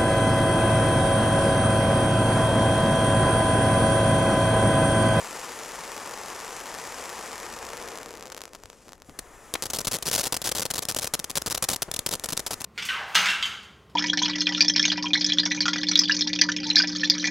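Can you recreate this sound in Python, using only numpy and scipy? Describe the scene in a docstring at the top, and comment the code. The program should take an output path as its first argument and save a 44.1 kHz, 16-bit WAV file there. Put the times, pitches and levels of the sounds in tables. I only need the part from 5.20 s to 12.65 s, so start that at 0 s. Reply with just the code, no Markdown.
"""A ground fountain firework roars, then crackles, outdoors at night a few metres from a stereo pair.
Its gas jet roars and hisses through the nozzle, spitting sparks, then sputters out. A softer second
stage throws up crackle stars, each bursting in a cluster of tiny shocks a few milliseconds long.
Dull puffs cough from the tube. Underneath lie the rumble of the open air and a faint low drone."""
import sys
import numpy as np
from scipy import signal
from scipy.fft import rfft, irfft
from scipy.io import wavfile

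SR = 44100
rng = np.random.default_rng(int(sys.argv[2]) if len(sys.argv) > 2 else 0)


def generate_wav(sig):
    """Save sig (samples, or channels by samples) to the path in sys.argv[1] as 16-bit PCM at SR."""
    pcm = np.round(np.clip(np.atleast_2d(sig).T, -1, 1) * 32767).astype(np.int16)
    wavfile.write(sys.argv[1], SR, pcm)


N = 328545
TIME = np.arange(N) / SR
HZ = np.fft.rfftfreq(N, 1 / SR)
BAND_LIMIT_HZ = 16000


def amp(db):
    """Decibels to gain."""
    return 10 ** (np.asarray(db) / 20)


def curve_at(points, hz):
    """A table joined by straight lines on a log-frequency axis."""
    f, value = np.transpose(points)
    return np.interp(np.log(hz + 1), np.log(f + 1), value)


def band_rms(gain, lo, hi):
    """Rms in one band of unit white noise shaped by gain."""
    return np.sqrt(np.mean(gain ** 2 * (HZ > lo) * (HZ < hi)))


def lowpass(x, hz, order=2):
    """Rolls off the top above hz."""
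    return signal.sosfilt(signal.butter(order, min(hz, SR / 3), fs=SR, output="sos"), x)


def wander(rate_hz):
    """Random modulation of unit spread, moving at up to about rate_hz."""
    drift = irfft(rfft(rng.standard_normal(N)) / (1 + (HZ / rate_hz) ** 4), N)
    return drift / drift.std()


def shocks(times, sizes, spread_us):
    """Pressure spikes, each from its own direction, so the two mics hear it microseconds apart."""
    out = np.zeros((2, N))
    centre = np.round(times * SR)
    lag = rng.standard_normal(len(times)) * spread_us / 10 ** 6 / 2 * SR
    for channel, at in zip(out, (centre + lag, centre - lag)):
        taps = np.round(at).astype(int)[:, None] + np.arange(-6, 7)
        away = taps - at[:, None]
        spikes = sizes[:, None] * np.sinc(away) * np.sinc(away / 7)  # lands between samples
        inside = (taps >= 0) & (taps < N)
        np.add.at(channel, taps[inside], spikes[inside])
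    return out


def knocks(times, sizes, bass_db, spread_us, bass_hz):
    """Shocks, each with its own low shelf for weight."""
    extra = shocks(times, sizes * (amp(bass_db) - 1), spread_us=0)
    return shocks(times, sizes, spread_us) + lowpass(extra, bass_hz, order=1)


def pops(spikes, tone, size=4096):
    """Turns every spike into a pop of the given colour: a steep front, then a shallow underpressure."""
    hz = abs(np.fft.fftfreq(size, 1 / SR))
    log_gain = np.log(amp(curve_at(tone, hz)))
    pop = np.fft.ifft(np.exp(np.conj(signal.hilbert(log_gain)))).real  # minimum phase
    treble_power = np.mean(np.exp(2 * log_gain) * (hz > 2000) * (hz < BAND_LIMIT_HZ))
    pop = pop[None, :size // 2] / np.sqrt(treble_power)
    return signal.oaconvolve(spikes, pop, axes=1)[:, :N]


# how alike the two mics hear a noise: f/Hz, correlation/0-1
STEREO_LIKENESS = [(30, 0.83), (200, 0.98), (2000, 0.98), (7000, 1), (15000, 0.38)]

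def stereo_noise(gain):
    """Coloured noise, narrow in the mids and wide in the top treble."""
    left, other = rfft(rng.standard_normal((2, N)))
    same = curve_at(STEREO_LIKENESS, HZ)
    right = same * left + np.sqrt(1 - same ** 2) * other
    return irfft(np.array([left, right]) * gain, N)


# colour of the outdoor bed: f/Hz, level/dB
AIR_TONE = [(10, -12.5), (35, 3), (65, -4.5), (110, -8), (500, -13), (2000, -47)]

def air_rumble(db=-60.5):
    """The steady low rumble of the open air."""
    gain = amp(curve_at(AIR_TONE, HZ))
    return stereo_noise(gain / band_rms(gain, 0, SR)) * amp(db)


def drone(hz=66, width_hz=22, db=-61, peak_s=2.2, width_s=0.71):
    """A faint, narrow band of low noise swells and fades."""
    gain = 1 / (1 + (2 * (HZ - hz) / width_hz) ** 2)
    swell = 1 / (1 + ((TIME - peak_s) / width_s) ** 2)
    return amp(db) * swell * stereo_noise(gain / band_rms(gain, 0, SR))


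def open_field(dry, near_db=-20, near_t60=0.13, far_db=-26, far_t60=0.18, dull_hz=2500):
    """Ground close by scatters a brief tail; things farther off return a faint, dull one."""
    t = np.arange(SR) / SR
    near = rng.standard_normal((2, SR)) * amp(-60 * t / near_t60)
    far = lowpass(rng.standard_normal((2, SR)), dull_hz, order=1) * amp(-60 * t / far_t60)
    tail = amp(near_db) * near / np.linalg.norm(near[0]) + amp(far_db) * far / np.linalg.norm(far[0])
    return dry + signal.fftconvolve(dry, tail, axes=1)[:, :N]


# dull puffs from the tube: t/s, level/dB, length/s, cutoff/Hz
PUFF_CUES = [(3.44, -54, 0.033, 110), (3.66, -52, 0.044, 330), (3.883, -47, 0.027, 400),
             (4.352, -25, 0.0065, 2380), (4.669, -35.5, 0.014, 246), (6.274, -32, 0.0084, 1200),
             (6.681, -38, 0.013, 912), (7.123, -38, 0.017, 252)]

def puffs():
    """Short gusts of gas cough out of the tube."""
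    out = np.zeros(N)
    for s, db, length, cutoff_hz in PUFF_CUES:
        age = np.maximum(TIME - s, 0) / (length / 3)
        gust = lowpass(rng.standard_normal(N), cutoff_hz) * age * np.exp(-age)
        out += amp(db) * gust / np.linalg.norm(gust) * np.sqrt(length * SR)
    return out


def spray(per_s, end_s, scatter_db, count=400):
    """Loosely spaced sparks up to end_s: their times, and their levels in dB about the typical one."""
    jitter, strength = rng.standard_normal((2, count))
    times = (np.arange(count) + .5 + jitter / 2) / per_s
    burning = (times > 0) & (times < end_s)
    return times[burning], scatter_db * np.clip(strength[burning], -2, 2)


# the last spits, heard one by one as the first jet dies: t/s, level/dB
LAST_SPITS = [(2.775, -21), (2.7864, -24), (2.8317, -24), (2.8602, -25), (2.9075, -26), (2.9397, -29),
              (2.954, -30), (2.973, -29), (2.9811, -35), (3.0093, -29), (3.0259, -23.5), (3.0564, -27),
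              (3.0716, -29), (3.1012, -26.5), (3.121, -24), (3.1244, -24), (3.1299, -36), (3.147, -24),
              (3.1662, -27), (3.1763, -27), (3.1795, -23), (3.2071, -28), (3.2175, -20), (3.2378, -26),
              (3.2548, -24), (3.2788, -37), (3.3343, -29), (3.3493, -29), (3.3523, -26.5), (3.3596, -39),
              (3.4366, -29), (3.4575, -29), (3.501, -28), (3.5307, -39), (3.6825, -36), (3.6921, -32),
              (3.7216, -33), (3.7324, -28.5), (3.8206, -32.5), (3.8957, -35)]
# the ticks fade with the jet: t/s, level/dB
TICK_ENVELOPE = [(2.65, -0.5), (3.1, -1), (3.4, -14), (3.85, -14)]
# colour of spits and ticks: f/Hz, level/dB
SPARK_TONE = [(60, -25), (300, 4.5), (1100, 7), (2200, 0.5), (3500, 0), (7000, 2.5), (9000, -5.5),
              (11500, -4.5), (15500, -15.5)]

def sparks(gain_db=7.0, spit_db=-26, tick_db=-32.5, knock_hz=2200, rebound=0.34, rebound_s=.0006):
    """The first jet sprays full-sized spits over small ticks, thinning out as its pressure collapses."""
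    times, scatter = spray(per_s=42, end_s=2.76, scatter_db=1.5)
    times, level_db = np.vstack([LAST_SPITS, np.c_[times, spit_db + scatter]]).T
    sizes = amp(level_db + gain_db)
    knock_db = 0.4 + 0.59 * (spit_db - level_db)  # weaker spits are duller
    spits = knocks(times, sizes, knock_db, spread_us=11, bass_hz=knock_hz)
    # each spit rebounds in its own way, which colours it
    delay, strength = rng.random((400, 2))[:len(times)].T
    spits += shocks(times + rebound_s * delay, sizes * rebound * (2 * strength - 1), spread_us=11)
    times, scatter = spray(per_s=60, end_s=TICK_ENVELOPE[-1][0], scatter_db=2)
    fade_db = np.interp(times, *np.transpose(TICK_ENVELOPE))
    sizes = amp(tick_db + fade_db + scatter + gain_db)
    ticks = knocks(times, sizes, bass_db=-1, spread_us=4.1, bass_hz=knock_hz)
    return pops(spits + ticks, SPARK_TONE)


# resonances of the nozzle: f/Hz, width/Hz, boost/dB
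NOZZLE_PEAKS = [(460, 41, 3), (1210, 270, 2.5), (1790, 310, 3)]

def gas_jet(envelope, tone, roar_trim_db, hiss_trim_db, flutter_db, sizzle_db, dulling):
    """Turbulent gas: a roar coloured by the nozzle and a hiss, both fluttering as the powder burns."""
    times, roar_points, hiss_points = np.transpose(envelope)
    roar_db, hiss_db = np.interp(TIME, times, roar_points), np.interp(TIME, times, hiss_points)
    boost_db = sum(db / (1 + (2 * (HZ - hz) / width) ** 2) for hz, width, db in NOZZLE_PEAKS)
    gain = amp(curve_at(tone, HZ) + boost_db)
    crossover = 1 / (1 + (HZ / 2900) ** 6)
    roar = stereo_noise(gain * np.sqrt(crossover)) / band_rms(gain, 300, 1500)
    hiss = stereo_noise(gain * np.sqrt(1 - crossover)) / band_rms(gain, 4000, 12000)
    # with dulling, the roar shrinks to its hollow bottom as the gas slows and the hiss fades
    hollow = irfft(rfft(roar) / (1 + (HZ / 620) ** 8), N)
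    brightness = amp(dulling * np.maximum(hiss_db - hiss_db.max(), -14))
    roar = (hollow + (roar - hollow) * brightness) * amp(roar_db + roar_trim_db)
    hiss *= amp(hiss_db + hiss_trim_db + sizzle_db * wander(300))
    return (roar + hiss) * amp(flutter_db * wander(43))


# the first charge burns evenly, then its pressure collapses: t/s, roar level/dB, hiss level/dB
FIRST_BURN = [(0, -42.5, -43), (0.8, -41.5, -45), (1.8, -42, -44), (2.72, -41, -48.5), (3.0, -42, -59.5),
              (3.2, -49.5, -63), (3.36, -54.5, -65.5), (3.66, -55.5, -60.5), (3.85, -58, -74)]
# the second catches with a flare of hiss, then burns softly: t/s, roar level/dB, hiss level/dB
SECOND_BURN = [(3.85, -52, -48.5), (3.95, -53, -63.5), (4.4, -49.5, -56.5), (6.6, -52, -61.5),
               (7.4, -50.5, -57)]
# colour of each jet: f/Hz, level/dB
FIRST_JET_TONE = [(50, -37), (110, -13.5), (200, -8), (400, -2.5), (520, 0.5), (630, -2.5), (900, 2),
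                  (1250, -2.5), (1500, -5), (2400, -6.5), (4000, -15), (5200, -10), (7600, -9), (8800, -14),
                  (11000, -15.5), (16000, -34)]
SECOND_JET_TONE = [(50, 4), (130, -8.5), (400, -1), (650, -2.5), (1200, -4.5), (1500, -8), (2000, -9),
                   (3000, -16), (4300, -21.5), (7200, -12.5), (8500, -17.5), (10500, -17.5), (16000, -33)]

def fountain(handover_s=3.84, crossfade_s=0.13):
    """The first charge burns out and the second takes over."""
    first = gas_jet(FIRST_BURN, FIRST_JET_TONE, roar_trim_db=0.9, hiss_trim_db=-0.7,
                    flutter_db=0.95, sizzle_db=1.03, dulling=0.7)
    second = gas_jet(SECOND_BURN, SECOND_JET_TONE, roar_trim_db=-1.5, hiss_trim_db=2.5,
                     flutter_db=0.7, sizzle_db=0.5, dulling=0)
    blend = np.clip((TIME - handover_s) / crossfade_s, 0, 1)
    return (1 - blend) * first + blend * second


def star_chain(s, length, db, star_s=.016, scatter_db=1.5, duty=.82, count=8):
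    """A long burst is stars going off one after another; one row a star: t/s, length/s, level/dB."""
    share, strength = rng.standard_normal((2, count))[:, :max(1, round(length / star_s))]
    slot = length * amp(2 * share) / amp(2 * share).sum()
    burn = np.r_[slot[:-1] * duty, slot[-1]]
    star_db = scatter_db * strength
    star_db -= 10 * np.log10(np.sum(amp(star_db) ** 2 * burn) / length)  # keeps the burst's energy
    return np.c_[s + np.cumsum(slot) - slot, burn, db + star_db]


def star_grains(length, per_s=3600, scatter_db=5.5, clump_db=3.5, clump_s=.002, fade_db=4.0,
                lead_db=6.5, lead_s=.004, count=200):
    """Times and sizes of one star's grains: a large one early on, the rest in clumps; rms 1 overall."""
    jitter, strength, clumps = rng.standard_normal((3, count))[:, :max(3, int(per_s * length))]
    progress = (np.arange(len(jitter)) + jitter % 1) / len(jitter)
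    age = progress * length
    clump = np.interp(age / clump_s, np.arange(len(clumps)), clumps)
    db = scatter_db * np.clip(strength, -2, 2) + clump_db * clump - fade_db * progress
    lead = np.argmin(abs(age - lead_s * rng.random()))
    db[lead] = lead_db + clump_db * clump[0]
    return age, amp(db) / np.linalg.norm(amp(db)) * np.sqrt(length * SR)


def star_push(length, db, typical_s=0.0058, typical_db=-26.5):
    """Extra bass of a star in dB: longer, weaker ones burn rather than crack, and so push more air."""
    doublings = np.log2(max(length / typical_s, .1))
    return 1.06 + 1.35 * doublings - 0.22 * (db - typical_db) + rng.standard_normal()


# the sharpest snaps among the crackle: t/s, level/dB
SNAP_CUES = [(4.424, -6), (4.6717, -7.5), (4.9522, -5), (4.9616, -9), (4.991, -5), (4.998, -11),
             (5.0406, -6), (5.1248, -5), (5.1673, -8), (5.9385, -6), (6.4265, -3.5), (6.447, -8),
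             (6.4896, 0), (6.6235, -4.5), (7.176, -2)]

def snaps(gain_db=2.0, suction=0.27, suction_s=.00007):
    """A large grain explodes at once: a tall spike with a dip of suction right behind it."""
    times, level_db = np.transpose(SNAP_CUES)
    sizes = amp(level_db + gain_db)
    return shocks(np.r_[times, times + suction_s], np.r_[sizes, -suction * sizes], spread_us=4.4)


# bursts of crackle, each one star or a quick chain of them: t/s, length/s, treble level/dB
BURST_CUES = [(3.9891, 0.0085, -31.5), (4.3389, 0.0072, -25), (4.3544, 0.0047, -36), (4.424, 0.021, -33),
              (4.455, 0.0055, -30), (4.4635, 0.0063, -33.5), (4.5006, 0.01, -30), (4.534, 0.0057, -25.5),
              (4.5433, 0.03, -31.5), (4.5859, 0.011, -27.5), (4.6053, 0.012, -32.5), (4.6473, 0.011, -31.5),
              (4.6709, 0.018, -26.5), (4.7127, 0.013, -28.5), (4.7313, 0.038, -28.5), (4.7865, 0.0019, -32),
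              (4.8248, 0.0091, -29.5), (4.8543, 0.0085, -31), (4.8665, 0.034, -28), (4.913, 0.052, -25.5),
              (4.9706, 0.0048, -36), (4.9786, 0.041, -27.5), (5.0299, 0.018, -31), (5.0544, 0.027, -28.5),
              (5.1231, 0.012, -26), (5.1428, 0.012, -28), (5.166, 0.0085, -28), (5.217, 0.0093, -31),
              (5.2418, 0.057, -28.5), (5.315, 0.01, -25.5), (5.3504, 0.01, -28.5), (5.3642, 0.044, -29.5),
              (5.4186, 0.015, -28), (5.4538, 0.014, -29), (5.5025, 0.015, -27.5), (5.5378, 0.0084, -29),
              (5.5548, 0.017, -32), (5.58, 0.013, -26.5), (5.6207, 0.016, -32.5), (5.6524, 0.0028, -27.5),
              (5.6857, 0.021, -26.5), (5.712, 0.0039, -28), (5.7212, 0.0038, -31.5), (5.7463, 0.002, -24.5),
              (5.7628, 0.017, -28.5), (5.7864, 0.011, -26.5), (5.8103, 0.005, -39), (5.8197, 0.039, -31),
              (5.8685, 0.011, -29.5), (5.9368, 0.016, -24), (5.993, 0.007, -27.5), (6.0426, 0.0065, -28.5),
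              (6.097, 0.0099, -31), (6.113, 0.0009, -27), (6.1545, 0.03, -25.5), (6.2175, 0.0048, -28.5),
              (6.2615, 0.023, -29), (6.3, 0.0033, -29), (6.3076, 0.02, -27.5), (6.3462, 0.014, -27.5),
              (6.3746, 0.0075, -27), (6.424, 0.027, -26.5), (6.4858, 0.0079, -24.5), (6.4991, 0.05, -29),
              (6.561, 0.0046, -27), (6.62, 0.012, -25), (6.7144, 0.0037, -25), (6.7385, 0.0087, -29),
              (6.7625, 0.0082, -28.5), (6.7908, 0.0046, -23), (6.862, 0.011, -24), (6.8885, 0.0042, -27),
              (6.9102, 0.035, -29), (6.9516, 0.007, -31.5), (6.9967, 0.00095, -27.5), (7.038, 0.012, -28.5),
              (7.0574, 0.0056, -30.5), (7.0882, 0.009, -30.5), (7.1028, 0.011, -34.5), (7.1228, 0.014, -28),
              (7.168, 0.014, -32), (7.1941, 0.011, -30), (7.2634, 0.019, -30), (7.3074, 0.02, -32),
              (7.3323, 0.012, -30.5), (7.4023, 0.0085, -36), (7.4152, 0.0067, -32.5),
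              (7.4422, 0.0084, -28.5)]
# colour of an exploding grain: f/Hz, level/dB
GRAIN_TONE = [(24, -48), (40, -8), (127, -1), (305, -1), (516, 1.3), (1050, -1.73), (2210, -9), (3470, -5),
              (6020, -1.5), (8550, -4.5), (10700, -4), (14800, -14), (16000, -12.5)]

def crackle(trim_db=0.16, bass_hz=1500, backflow=0.71, rebound=0.29, rebound_s=.00035):
    """Each star shatters into grains that explode in turn; their pushes add up to a small thump."""
    hits = []
    for s, length, db in np.vstack([star_chain(*burst) for burst in BURST_CUES]):
        age, sizes = star_grains(length)
        sizes *= amp(db + trim_db)
        bass_db = np.full(len(age), star_push(length, db))
        # each shock rebounds, with a delay and strength that give every star its own colour
        delay = rebound_s * rng.uniform(0.18, 1)
        strength = rebound * rng.uniform(-0.61, 1)
        hits += [(s + age, sizes, bass_db), (s + age + delay, sizes * strength, bass_db)]
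    grains = knocks(*np.hstack(hits), spread_us=10.0, bass_hz=bass_hz)
    grains -= backflow * lowpass(grains, 174, order=1)  # the air that was pushed out flows back
    return pops(grains + snaps(), GRAIN_TONE)


def scene():
    """The jet over the outdoor bed; sparks, crackle and puffs get a short open-air tail."""
    return fountain() + air_rumble() + drone() + open_field(sparks() + crackle() + puffs())


# lean of the stereo pair: f/Hz, left minus right level/dB
MIC_BALANCE = [(30, 1.3), (120, 3.7), (600, 4.05), (2000, 2.4), (3200, 3.8), (5000, 3.3), (6200, 2.2),
               (8000, 2.4), (9000, .5), (11300, 0.4), (13500, 3.1)]
# how far the left mic trails the right: f/Hz, phase/rad
MIC_LAG = [(30, 0.092), (2800, .04), (5000, 0.34), (8400, 1), (10500, 0.44), (15000, .4)]

def record(dry):
    """The left mic is louder and slightly late; the tallest peaks are rounded, the top band-limited."""
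    lean = amp(curve_at(MIC_BALANCE, HZ) / 2) * np.exp(-.5j * curve_at(MIC_LAG, HZ))
    pair = irfft(rfft(dry) * np.array([lean, 1 / lean]), N)
    pair /= (1 + (pair / .9) ** 6) ** (1 / 6)  # soft clip
    pair *= signal.windows.tukey(N, 200 / N)  # click-free ends
    high_cut = signal.firwin(255, BAND_LIMIT_HZ, window=("kaiser", 9), fs=SR)
    return signal.oaconvolve(pair, high_cut[None], "same")


dry = scene()
out = record(dry)
generate_wav(out)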